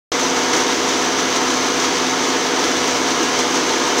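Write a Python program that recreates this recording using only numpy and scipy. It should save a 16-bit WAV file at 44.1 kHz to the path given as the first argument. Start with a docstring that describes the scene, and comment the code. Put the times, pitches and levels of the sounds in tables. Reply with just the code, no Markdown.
"""A treadmill belt roars and hisses over its deck in a bare room.
A ball rolls in place on the sloping belt, scuffs it a few times a second and ticks over grit.
Underneath, the drive roller hums in many overtones and the motor whines.
One microphone, switched on just after the start."""
import sys
import numpy as np
from scipy import signal
from scipy.fft import rfft, irfft
from scipy.io import wavfile

SR = 44100
rng = np.random.default_rng(int(sys.argv[2]) if len(sys.argv) > 2 else 0)


def persist_wave(psi):
    """Save psi, clipped to +-1, as 16-bit WAV."""
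    counts = np.round(np.clip(psi, -1, 1) * 32767).astype(np.int16)
    wavfile.write(sys.argv[1], SR, np.atleast_2d(counts).T)


N = 176400

# Drive roller overtones. Each row: multiple of the turning rate, level in dB.
ROLLER_OVERTONES = [(10, -44), (14, -48), (15, -31), (16, -38.5), (17, -51), (18, -39.5), (19, -37),
                    (21, -34.5), (23, -44), (24, -33), (26, -49), (27, -41), (28, -32), (29, -36.5),
                    (30, -50), (34, -44), (35, -41), (39, -48), (53, -40.5), (64, -56), (117, -45.5),
                    (144, -53.5)]
# Motor and fan tones. Each row: frequency in Hz, level in dB.
MOTOR_TONES = [(77.2, -53), (85.8, -57), (120, -52), (193, -49.5), (220.5, -47.5), (317.1, -43),
               (347.4, -42), (523.8, -52), (716.7, -38), (744.2, -42), (799.4, -47), (882.2, -44),
               (1004.2, -42.5), (1020, -39), (1075.1, -40.5), (1240.5, -45), (1433.5, -39.5),
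               (1516.1, -48.5), (1640.7, -45), (3012.6, -54)]
# Ball scuffs. Each row: start in seconds, level in dB, decay in seconds, deck response in dB re scuff.
SCUFF_EVENTS = [(.193, -22, .02, -8), (0.53, -20, 0.048, 2.5), (.562, -28, .025, 4), (.598, -28, 0.022, -3),
                (.885, -24, .03, -3), (1.02, -27, 0.016, -2), (1.182, -23, .025, -16),
                (1.355, -20.5, 0.018, -4), (1.495, -29, 0.044, -10), (1.797, -21, 0.011, -6),
                (1.835, -24, 0.024, 3), (1.948, -28, .015, -4), (2.636, -22, .035, 3),
                (2.87, -22.5, 0.024, -2), (2.945, -26, .025, -3), (3.095, -25, 0.028, -15),
                (3.225, -23, .03, -8), (3.386, -19.5, 0.027, 0), (3.54, -25, .04, -10),
                (3.87, -27, 0.032, -2), (3.981, -18.5, .03, -12)]
# Scuff and tick spectrum. Each row: frequency in Hz, relative density in dB.
SCUFF_SPECTRUM = [(100, -16), (1000, -5), (3000, -3), (5000, 1.5), (6100, 8), (7200, -3), (9000, -13),
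                  (12000, -23.5), (16000, -23)]
# Grit under the ball. Each row: start in seconds, relative level in dB.
GRIT_TICKS = [(.5345, -3), (1.3188, -9), (1.3645, -6), (1.6475, -9), (1.7975, -8), (1.9495, -8),
              (2.647, -5), (2.769, -4), (3.389, -4), (3.9827, -6)]
# Belt and deck roar spectrum. Each row: frequency in Hz, relative density in dB.
ROAR_SPECTRUM = [(25, -41), (55, -29.5), (80, -18.5), (130, -15), (180, -13), (230, -5.5), (262, -0.5),
                 (325, 1.5), (385, -2), (440, -2.5), (490, 1.5), (560, -7.5), (650, -4.5), (730, 0),
                 (800, -6), (920, 0.5), (1050, -1.5), (1130, -4.5), (1230, -0.5), (1400, -6), (1550, -7.5),
                 (1680, -3.5), (1900, -8.5), (2200, -6), (2550, -15), (3100, -9.5), (4500, -22.5),
                 (9000, -43), (16000, -42)]
# Roar level curve. Each row: time in seconds, gain in dB.
ROAR_GAIN = [(.12, 0.3), (.45, -0.1), (.6, -0.1), (.8, -0.5), (1.5, 0), (2.2, -.3), (2.7, 0.3), (3.5, 0),
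             (3.9, 0.5)]
# Sliding belt spectrum. Each row: frequency in Hz, relative density in dB.
HISS_SPECTRUM = [(100, -30), (800, -6.5), (2000, -6.5), (2550, -6), (3100, -4), (3700, -3.5), (4400, -5),
                 (5400, -3.5), (6050, 1), (6500, -3), (7000, -9), (8000, -15.5), (9500, -23),
                 (11500, -29.5), (16000, -31.5)]


def amp(db):
    """Decibels to gain."""
    return 10 ** (np.asarray(db) / 20)


def unit(x):
    """Scale to rms 1."""
    return x / np.sqrt(np.mean(x ** 2) + 1e-20)


def clock_s():
    """Sample times."""
    return np.arange(N) / SR


def drift(rate_hz):
    """Random motion of rms 1, up to about rate_hz."""
    hz = np.fft.rfftfreq(N, 1 / SR)
    spectrum = rfft(rng.standard_normal(N)) * (hz > 0)
    return unit(irfft(spectrum / (1 + (hz / rate_hz) ** 4), N))


def colour(x, spectrum):
    """Minimum-phase filter; keeps the power of white noise."""
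    bin_hz = np.abs(np.fft.fftfreq(16384, 1 / SR))
    hz, db = np.transpose(spectrum)
    log_gain = np.log(amp(np.interp(np.log(bin_hz + 1), np.log(hz), db)))
    response = np.exp(np.conj(signal.hilbert(log_gain)))
    taps = np.fft.ifft(response).real[:4096]
    return signal.oaconvolve(x, taps / np.linalg.norm(taps))[:N]


def burst(start_s, rise_s, decay_s):
    """Envelope: linear rise, exponential fall."""
    age_s = clock_s() - start_s
    return np.clip(age_s / rise_s, 0, 1) * np.exp(-np.maximum(age_s - rise_s, 0) / decay_s)


def room(x, t60_s=0.25, echo_db=-13, gap_s=0.004):
    """Bare walls add a short, dense echo."""
    t_s = np.arange(SR // 2) / SR
    tail = rng.standard_normal(len(t_s)) * amp(-60 * t_s / t60_s) * (t_s > gap_s)
    echo = signal.oaconvolve(x, tail / np.linalg.norm(tail))[:N]
    return (x + amp(echo_db) * echo) / np.hypot(1, amp(echo_db))


def drive(roller_hz=17.168, wow_fraction=0.0004, shimmer_db=0.74):
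    """Roller and motor share one drifting speed; each tone's level wavers on its own."""
    run_s = np.cumsum(1 + wow_fraction * drift(rate_hz=3.1)) / SR
    overtones = [(multiple * roller_hz, db) for multiple, db in ROLLER_OVERTONES]
    hum = np.zeros(N)
    for hz, db in overtones + MOTOR_TONES:
        peak = np.sqrt(2) * amp(db + shimmer_db * drift(rate_hz=1.9))
        hum += peak * np.sin(2 * np.pi * (hz * run_s + rng.random()))
    return hum


def ball():
    """Each scuff rasps on the belt and stirs the deck; grit adds sharp ticks."""
    rasp_env, deck_env = np.zeros((2, N))
    for start_s, db, decay_s, deck_db in SCUFF_EVENTS:
        push = amp(db) * burst(start_s, rise_s=0.0045, decay_s=decay_s)
        rasp_env += push
        deck_env += amp(deck_db) * push
    tick_env = sum(amp(db) * burst(start_s, rise_s=0.0001, decay_s=0.001) for start_s, db in GRIT_TICKS)
    rasp = rasp_env * rng.standard_normal(N)
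    ticks = tick_env * rng.uniform(-0.5, 0.34, N)
    deck = deck_env * rng.standard_normal(N)
    return colour(rasp + ticks, SCUFF_SPECTRUM) + colour(deck, ROAR_SPECTRUM)


def belt_hiss(hiss_db=-23.5, grit_db=-30, grit_per_s=1100, ball_turn_hz=6.39, first_peak_s=0.1):
    """The belt slides on the deck: a gritty, fluttering hiss that swells once per ball turn."""
    swell_db = 0.45 * np.cos(2 * np.pi * ball_turn_hz * (clock_s() - first_peak_s))
    flutter_db = 0.5 * drift(rate_hz=24) + 0.5 * drift(rate_hz=400)
    grain_db = 3 * np.minimum(rng.exponential(1, N), 5)
    grains = amp(grain_db) * rng.choice([-1, 1], N)
    grit = unit(grains * (rng.random(N) < grit_per_s / SR))
    friction = amp(hiss_db) * rng.standard_normal(N) + amp(grit_db) * grit
    return colour(amp(swell_db + flutter_db) * friction, HISS_SPECTRUM)


def belt_roar(roar_db=-21.5, flutter_db=0.12):
    """The belt drums the deck into a near-steady roar."""
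    roar = colour(rng.standard_normal(N), ROAR_SPECTRUM)
    gain_db = np.interp(clock_s(), *np.transpose(ROAR_GAIN))
    return roar * amp(roar_db + gain_db + flutter_db * drift(rate_hz=30))


def scene():
    """Drive dry, belt and ball through the room; both channels equal."""
    mono = drive() + room(belt_roar() + belt_hiss() + ball())
    return np.array([mono, mono])


def record(dry, mic_on_s=0.1181, cutoff_hz=15800):
    """Abrupt microphone switch-on, then low-pass."""
    live = dry * (clock_s() >= mic_on_s)
    lowpass = signal.firwin(511, cutoff_hz, window=("kaiser", 9), fs=SR)
    return signal.oaconvolve(live, lowpass[None], "same")


dry = scene()
out = record(dry)
persist_wave(out)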